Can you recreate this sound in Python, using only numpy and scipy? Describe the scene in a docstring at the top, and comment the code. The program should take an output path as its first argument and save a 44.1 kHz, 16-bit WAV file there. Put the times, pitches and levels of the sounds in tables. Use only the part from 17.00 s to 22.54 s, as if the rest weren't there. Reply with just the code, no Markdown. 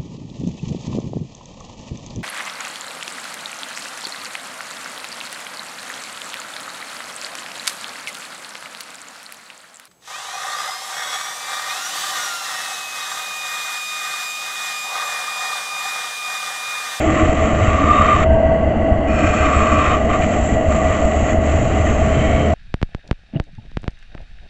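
"""A benchtop band saw cuts hardwood close by; its frame drones, its wheels thump and its blade hums.
At first the teeth rasp through the board, which judders on the table while the pinched blade rings.
At 1.2 s the last fibres snap, the band twangs, the stand rocks and the saw runs free. A second cut
bites in at 2.1 s; the hand eases and nudges the board, and the blade squeaks in the kerf. From 4.3 s
the machine labours round a tight curve, where the twisted blade finally grinds on the kerf walls."""
import sys
import numpy as np
from scipy import signal
from scipy.fft import rfft, irfft, next_fast_len
from scipy.io import wavfile
from scipy.ndimage import uniform_filter1d

SR = 44100
rng = np.random.default_rng(int(sys.argv[2]) if len(sys.argv) > 2 else 0)


def unload_audio(sound):
    """Save the sound as a 16-bit wav file, at the path given as the first command line argument."""
    columns = np.transpose(np.atleast_2d(sound))
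    # keep every value between -1 and 1, then stretch to whole-number steps
    steps = np.round(np.clip(columns, -1, 1) * 32767)
    wavfile.write(sys.argv[1], SR, steps.astype(np.int16))


N = 244314
TIME, FREQS = np.arange(N) / SR, np.fft.rfftfreq(N, 1 / SR)

# the two cuts: (start [s], end [s], note of the pinched blade [Hz])
CUTS = [(-.3, 1.239, 1186), (2.07, 5.8, 1168)]
# the feed, one table a cut: (time [s], tooth rasp [dB], blade ring [dB], dust hiss [dB])
FEED_LEVELS = [
    [(0, -32, -35, -39), (.2, -28, -21.5, -38), (.34, -33.5, -30, -41), (.45, -30.5, -25, -39),
     (.56, -33, -26.5, -42), (.64, -29, -24.5, -38), (.81, -30.5, -22.5, -42.5), (.97, -28, -14, -40),
     (1.07, -25, -16, -41.5), (1.24, -27, -19, -39.5)],
    [(2.1, -31, -31, -39.5), (2.35, -29, -25, -35.5), (2.46, -28, -19, -38), (2.64, -30.5, -20.5, -37.5),
     (2.94, -26.5, -16.5, -39.5), (3.0, -35, -28, -41.5), (3.5, -37, -39, -38.5),
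     (3.85, -34.5, -28.5, -38.5), (4.15, -36.5, -36, -39), (4.7, -35.5, -35, -40.5), (5.3, -33, -33, -40.5),
     (5.54, -38.5, -35, -46.5)],
]
# the hand lets off: (centre [s], duration [s], level change [dB])
EASES = [(3.063, 0.16, -4.5), (3.619, 0.14, -6.5), (4.382, 0.1, -8)]
# the hand pushes on: (centre [s], duration [s], added rasp [dB], added ring [dB])
NUDGES = [(2.898, .07, 2, 0), (3.128, 0.086, 8.5, 11.5), (3.228, .04, 7, 1), (3.34, 0.082, 5, 2.5),
          (3.73, 0.061, 1, 5.5), (3.936, 0.086, 4, 4), (4.304, 0.089, 5, 8), (4.485, 0.071, 3.5, 4),
          (4.892, 0.056, 4.5, 4.5)]
# rubbing notes: (centre [s], duration [s], frequency [Hz], level [dB])
GROANS = [(.15, 0.43, 321, -23), (.655, .19, 96, -20.5), (.88, 0.169, 283, -22.5), (2.21, 0.1, 306, -23)]  # the board judders on the table
SQUEAKS = [(2.56, .07, 7660, -40), (2.68, .16, 7140, -54), (3.46, 0.061, 7470, -35.5),
           (3.74, 0.078, 7286, -42), (4.26, 0.21, 6800, -43), (4.63, 0.16, 6830, -45),
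           (4.92, 0.2, 6500, -45.5)]  # the blade's side rubs in the kerf
# short, dry treble clicks: (time [s], peak level [dB])
CLICKS = [(1.0644, -23), (3.1363, -34)]
# the wheels' hardest thumps: (time [s], peak level [dB])
HARD_KNOCKS = [(0.236, -7), (.295, -5.5), (0.686, -6), (1.923, -3.5), (2.248, -13), (2.57, -7),
               (3.851, -10), (4.055, -6), (4.388, -4.5), (4.91, -5)]
# rotation of the wheels: (time [s], speed [turns/s])
WHEEL_SPEED = [(0, 6.49), (1.9, 6.49), (1.95, 6.24), (5.54, 6.24)]
# resonances: (frequency [Hz], width [Hz], relative level [dB])
BOARD_MODES = [(1304, 100, -2), (1385, 100, 5), (1566, 27, 0), (1820, 100, 2), (1894, 59, -0.5),
               (2015, 70, 2), (2104, 69, -2), (2195, 39, -8.5), (2200, 50, 2), (2406, 78, 3),
               (2550, 51, -1), (2670, 22, 2), (2707, 33, 0.5), (2900, 72, -4), (3080, 140, -5.5),
               (3313, 69, -9), (3755, 38, -17.5), (3870, 31, -17.5)]
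BLADE_MODES = [(1193, 14, 3.5), (1143, 33, 0), (1067, 40, -6.5), (1243, 84, -4.5)]
BOARD_EDGE_MODES = [(1310, 63, 5.5), (1575, 70, 0.5), (2440, 99, 2), (2600, 130, -4.5), (4360, 83, -18.5),
                    (5400, 230, -23.5)]
GRIND_MODES = [(2212, 86, 3.5), (3090, 130, -3), (3900, 220, -24)]  # twisted blade on the kerf walls
TWANG_MODES = [(923, 27, 0), (1564, 55, -9.5)]  # band springing free
STAND_MODES = [(74.1, 12, 4), (79, 39.4, -6.5), (24, 9.8, -6.5), (118, 50, -11.5)]
HOUSING_MODES = [(219.8, 26.6, 1.5), (270, 23, -3), (310, 38.5, -1.5), (425, 32, -7), (543, 213, -12)]
TABLE_MODES = [(630.3, 39.4, -1), (706.4, 73, -5.5), (785, 45, -20.5), (906, 7.3, -22.5), (1121, 21, -12.5),
               (1470, 27, -29), (1950, 51, -16), (2038, 80, -21), (2823, 240, -29)]
LABOUR_MODES = [(136, 25, 2), (407, 7.4, 1)]  # machine droning in the curve
# broadband spectra: (frequency [Hz], relative spectral density [dB])
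RASP_SPECTRUM = [(700, -25.5), (1200, -6.5), (2000, 5), (3100, -6.5), (3480, -24), (4500, -40), (8000, -57)]  # teeth in the wood
SCRAPE_SPECTRUM = [(2500, -9.5), (3400, 6), (4100, 6.5), (4550, 4.5), (4950, -3), (5400, 1.5), (6200, 9),
                   (8000, -10.5)]  # scraping in the kerf
DUST_SPECTRUM = [(4500, -39.5), (5700, -28.5), (6100, -10), (6800, -1.5), (7500, 3.5), (7800, -2),
                 (8100, -9.5)]  # hiss of sawdust
RUNNING_SPECTRUM = [(15, -6), (70, -6), (160, 0), (370, -9.5), (560, -3.5), (950, -16.5), (1750, -20),
                    (2400, -27), (3200, -32), (3600, -48.5), (4600, -43), (5050, -55), (6200, -45),
                    (7650, -40), (8000, -53)]  # motor, belt and bearings

TOOTH_RATE_HZ = 645
SING_DB, FULL_SING_RING_DB = -3, -18  # the note's greatest level re the ring; ring level that gives it
SING_WIDTH_HZ, WHINE_MODE = 16, (3692, 85, -32)  # thin overtone: (frequency [Hz], width [Hz], level [dB])
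FIRST_KNOCK_S, KNOCK_GAP_S = .076, .061


def cutting(feeds):
    """Forced vibration: tooth impacts drive the modes of board and blade; a pinched blade sings."""
    grain = amp(0.92 * wander(rate_hz=110))  # hard and soft streaks in the wood
    chips = teeth(spread_db=2.0, decay_periods=1.0)
    rasp = amp(-1.5) * resonate(chips, BOARD_MODES) + amp(-7.5) * coloured(chips, RASP_SPECTRUM)
    blade = amp(-1) * resonate(teeth(spread_db=0.4, decay_periods=1.0), BLADE_MODES)
    scrape = coloured(chips, SCRAPE_SPECTRUM)
    dust = amp(1.5) * coloured(teeth(spread_db=1.5, decay_periods=1.2), DUST_SPECTRUM)
    out = np.zeros(N)
    for (_, _, sing_hz), (engaged, rasp_db, ring_db, dust_db) in zip(CUTS, feeds):
        sing_gain = amp(SING_DB) * np.minimum(amp(ring_db - FULL_SING_RING_DB), 1)
        sing = sing_gain * modal_noise([(sing_hz, SING_WIDTH_HZ, 0), WHINE_MODE])
        scrape_db = -39.5 + 0.26 * rasp_db  # follows the rasp only weakly
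        out += engaged * (amp(rasp_db) * rasp + amp(ring_db) * (blade + sing)
                          + amp(scrape_db) * scrape + amp(dust_db) * dust)
    return grain * (out + kerf_grind() + edge_buzz(engaged=feeds[1][0]))


def teeth(spread_db, decay_periods):
    """Amplitude modulation: each tooth tears a chip of its own size, a decaying noise burst; rms 1."""
    passed = np.cumsum(TOOTH_RATE_HZ * (1 + .015 * wander(rate_hz=12))) / SR
    chip_size = amp(spread_db * np.clip(rng.standard_normal(N), -2, 2))[passed.astype(int)]
    return unit(rng.standard_normal(N) * chip_size * np.exp(-(passed % 1) / decay_periods))


def feeding():
    """Feed force sets the excitation. For each cut: engagement (0-1), then rasp, ring and dust [dB]."""
    eased = amp(sum(db * swell(s, length) for s, length, db in EASES))
    more_rasp, more_ring = sum(np.outer(dbs, swell(s, length)) for s, length, *dbs in NUDGES)
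    feeds = []
    for (start, end, _), levels in zip(CUTS, FEED_LEVELS):
        rasp_db, ring_db, dust_db = curves(levels)
        engaged = contact(start, end) * eased
        feeds.append((engaged, rasp_db + more_rasp, ring_db + more_ring, dust_db + 0.22 * more_rasp))
    return feeds


def contact(start, end, bite_db=-13, bite_s=.075, edge_s=.005):
    """Coupling of teeth to wood, 0-1: they sink in gradually and come clear at once."""
    touching = np.clip((TIME - start) / edge_s, 0, 1)
    sinking = amp(bite_db * np.exp(-since(start) / bite_s))
    return touching * sinking * np.exp(-since(end) / edge_s)


def edge_buzz(engaged, length_s=0.89, fade_db_per_s=-6):
    """Resonance of the board's edge, driven by the teeth as they enter the second cut."""
    age = since(CUTS[1][0])
    ending = np.clip((length_s - age) / 0.044, 0, 1)
    return engaged * amp(-24 + fade_db_per_s * age) * ending * modal_noise(BOARD_EDGE_MODES)


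def kerf_grind():
    """Sliding friction: twisted in the curve, the blade grinds on the kerf walls."""
    return amp(-32) * swell(centre_s=5.3, length_s=0.35) * modal_noise(GRIND_MODES)


def break_out(snap_s=.005):
    """Release of elastic energy: the last fibres of the first cut snap and the freed band twangs."""
    fracture = np.exp(-((TIME - CUTS[0][1] + snap_s) / snap_s) ** 2)
    snap = fracture * modal_noise([(2700, 700, 0)])
    return amp(-30.5) * snap + amp(-32) * band_swing() * modal_noise(TWANG_MODES)


def band_swing(rise_s=0.046, length_s=0.37):
    """Free vibration: the envelope, 0-1, of the band after it springs out of the first cut."""
    age = since(CUTS[0][1])
    return np.minimum(age / rise_s, 1) * np.exp(-(age / length_s) ** 4)


def rubs(rows, width_hz):
    """Friction excites one resonance for a moment: narrow-band noise that swells and dies."""
    out = np.zeros(N)
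    for s, length, hz, db in rows:
        span = np.flatnonzero(abs(TIME - s) < length)
        size = next_fast_len(len(span))
        detuning_hz = np.fft.rfftfreq(size, 1 / SR) - hz
        note = irfft(rfft(rng.standard_normal(size)) / (1 + 2 * (detuning_hz / width_hz) ** 2), size)
        out[span] += amp(db) * unit(note[:len(span)]) * swell(s, length)[span]
    return out


def clicks(decay_s=0.0018):
    """Transients: rapidly decaying bursts of noise are heard as short, dry treble clicks."""
    t = np.arange(SR // 50) / SR
    burst = rng.standard_normal(len(t)) * np.exp(-t / decay_s)
    treble = signal.butter(2, [2600, 6500], "band", fs=SR, output="sos")
    return pulse_train(CLICKS, signal.sosfilt(treble, burst))


def blade_hum(feeds, free_hz=653, sag_hz=17, full_load_rasp_db=-27):
    """Loading and damping: the running band's tone drops in pitch and level as it cuts."""
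    load = sum(engaged * amp(rasp_db - full_load_rasp_db) for engaged, rasp_db, _, _ in feeds)
    load = uniform_filter1d(np.minimum(load, 1), size=SR // 8)  # the wheels' inertia
    cycles = np.cumsum(free_hz - sag_hz * load + 1.94 * wander(rate_hz=25)) / SR
    waver_db = 1.3 * wander(rate_hz=60)
    damping_db = 5 * np.sqrt(abs(load))
    level_db = -23.5 - damping_db + 7.5 * band_swing() + waver_db
    return amp(level_db) * np.sqrt(2) * np.sin(2 * np.pi * cycles)


def wheel_knocks(push_hz=58, push_s=.006):
    """Periodic impacts: the uneven wheel knocks twice a turn, at times hard; the stand damps each push."""
    turns = wheel_turns(FIRST_KNOCK_S)
    turn_times = np.interp(np.arange(int(turns[-1])), turns, TIME)
    times = (turn_times[:, None] + [0, KNOCK_GAP_S]).ravel()
    jitter, strength = rng.standard_normal((len(times), 2)).T
    light = np.transpose([times + .002 * jitter, -11 + 1.3 * strength])  # (time [s], level [dB])
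    # a hard knock replaces any light one within 25 ms
    apart = abs(times[:, None] - np.transpose(HARD_KNOCKS)[0]).min(axis=1) > .025
    knocks = np.vstack([light[apart], HARD_KNOCKS])
    t = np.arange(-SR // 50, SR // 50) / SR
    push = np.cos(2 * np.pi * push_hz * t) * np.exp(-(t / push_s) ** 2)
    return pulse_train(knocks + [t[0], 0], push)  # each push is centred on its time


def wheel_turns(start):
    """Rotation is the integral of speed: turns of the wheels since the given time."""
    turns = np.cumsum(curves(WHEEL_SPEED)[0]) / SR
    return turns - np.interp(start, TIME, turns)


def machine_frame(labour_from_s=4.3, throb_depth=0.31):
    """Structure-borne sound: motor, belt and bearings shake the stand, sheet housing and metal table."""
    labour = np.clip((TIME - labour_from_s) / .25, 0, 1)
    jolt = np.exp(-((TIME - CUTS[0][1] - 0.066) / 0.069) ** 2)  # the stand rocks as the load drops
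    stand_db = -21.5 + 4 * labour + 9.5 * jolt
    stand = modal_noise(STAND_MODES)
    stand = unit(stand / np.sqrt(abs(signal.hilbert(stand)) ** 2 + 0.44))  # rubber feet limit the swing
    heave = np.cos(2 * np.pi * wheel_turns(FIRST_KNOCK_S + KNOCK_GAP_S / 2))
    throb = 1 + throb_depth * (1 - labour) * heave
    housing = resonate(rattle(depth_db=0.5, rate_hz=420), HOUSING_MODES)
    table = resonate(rattle(depth_db=1.0, rate_hz=84), TABLE_MODES)
    running = coloured(rattle(depth_db=0.5, rate_hz=57), RUNNING_SPECTRUM)
    drone = labour * modal_noise(LABOUR_MODES)
    return (amp(stand_db) * throb * stand + amp(-23) * housing + amp(-22) * table
            + amp(-24) * running + amp(-29.5) * drone)


def rattle(depth_db, rate_hz):
    """Random amplitude modulation gathers noise into irregular clumps; rms 1."""
    return unit(rng.standard_normal(N) * amp(depth_db * wander(rate_hz)))


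def pulse_train(rows, pulse):
    """Convolution repeats one pulse at each row's time and peak level, with random polarity."""
    impulses = np.zeros(N)
    for (s, db), sign in zip(rows, rng.choice([-1, 1], len(rows))):
        impulses[int(np.clip(s * SR, 0, N - 1))] += sign * amp(db)
    return signal.oaconvolve(impulses, pulse / abs(pulse).max())[:N]


def resonate(x, modes):
    """Modal filtering: x passes through steep-sided resonances whose powers add; rms 1."""
    power = sum(amp(db) ** 2 / (1 + 2 * ((FREQS - hz) / width) ** 2) ** 2 for hz, width, db in modes)
    return unit(irfft(rfft(x) * np.sqrt(power), N))


def modal_noise(modes):
    """Random excitation of resonances by white noise; rms 1."""
    return resonate(rng.standard_normal(N), modes)


def coloured(x, spectrum):
    """Spectral shaping of x by a broad curve in log frequency; rms 1."""
    hz, db = np.transpose(spectrum)
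    gain = amp(np.interp(np.log(FREQS + 1), np.log(hz), db))
    return unit(irfft(rfft(x) * gain, N))


def wander(rate_hz):
    """Low-pass noise: a smooth random fluctuation; rms 1."""
    return unit(irfft(rfft(rng.standard_normal(N)) * np.exp(-(FREQS / rate_hz) ** 2), N))


def swell(centre_s, length_s):
    """A flat-topped Gaussian envelope, 0-1."""
    return np.exp(-np.minimum((2 * (TIME - centre_s) / length_s) ** 2, 5) ** 2)


def curves(rows):
    """Linear interpolation in time of each column after the first."""
    times, *columns = np.transpose(rows)
    return [np.interp(TIME, times, column) for column in columns]


def since(start):
    """Elapsed time [s], zero before the start."""
    return np.maximum(TIME - start, 0)


def amp(db):
    """Amplitude ratio of a level in decibels."""
    return 10 ** (np.asarray(db) / 20)


def unit(x):
    """Normalisation to rms 1."""
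    return x / np.sqrt(np.mean(x ** 2) + 1e-20)


def scene():
    """Superposition of the running saw, its two cuts and the treble clicks, in one channel."""
    feeds = feeding()
    saw = machine_frame() + wheel_knocks() + blade_hum(feeds)
    wood = cutting(feeds) + break_out() + rubs(GROANS, width_hz=16) + rubs(SQUEAKS, width_hz=310)
    return ((saw + wood + clicks()) * signal.windows.tukey(N, .001))[None]


def record(dry, ceiling=.95, cutoff_hz=7940):
    """Saturation and band limiting: a small microphone rounds the highest peaks and loses the top treble."""
    rounded = dry / (1 + (dry / ceiling) ** 12) ** (1 / 12)
    low_pass = signal.firwin(301, cutoff_hz, window=("kaiser", 8), fs=SR)
    return signal.oaconvolve(rounded, low_pass[None], "same")


dry = scene()
out = record(dry)
unload_audio(out)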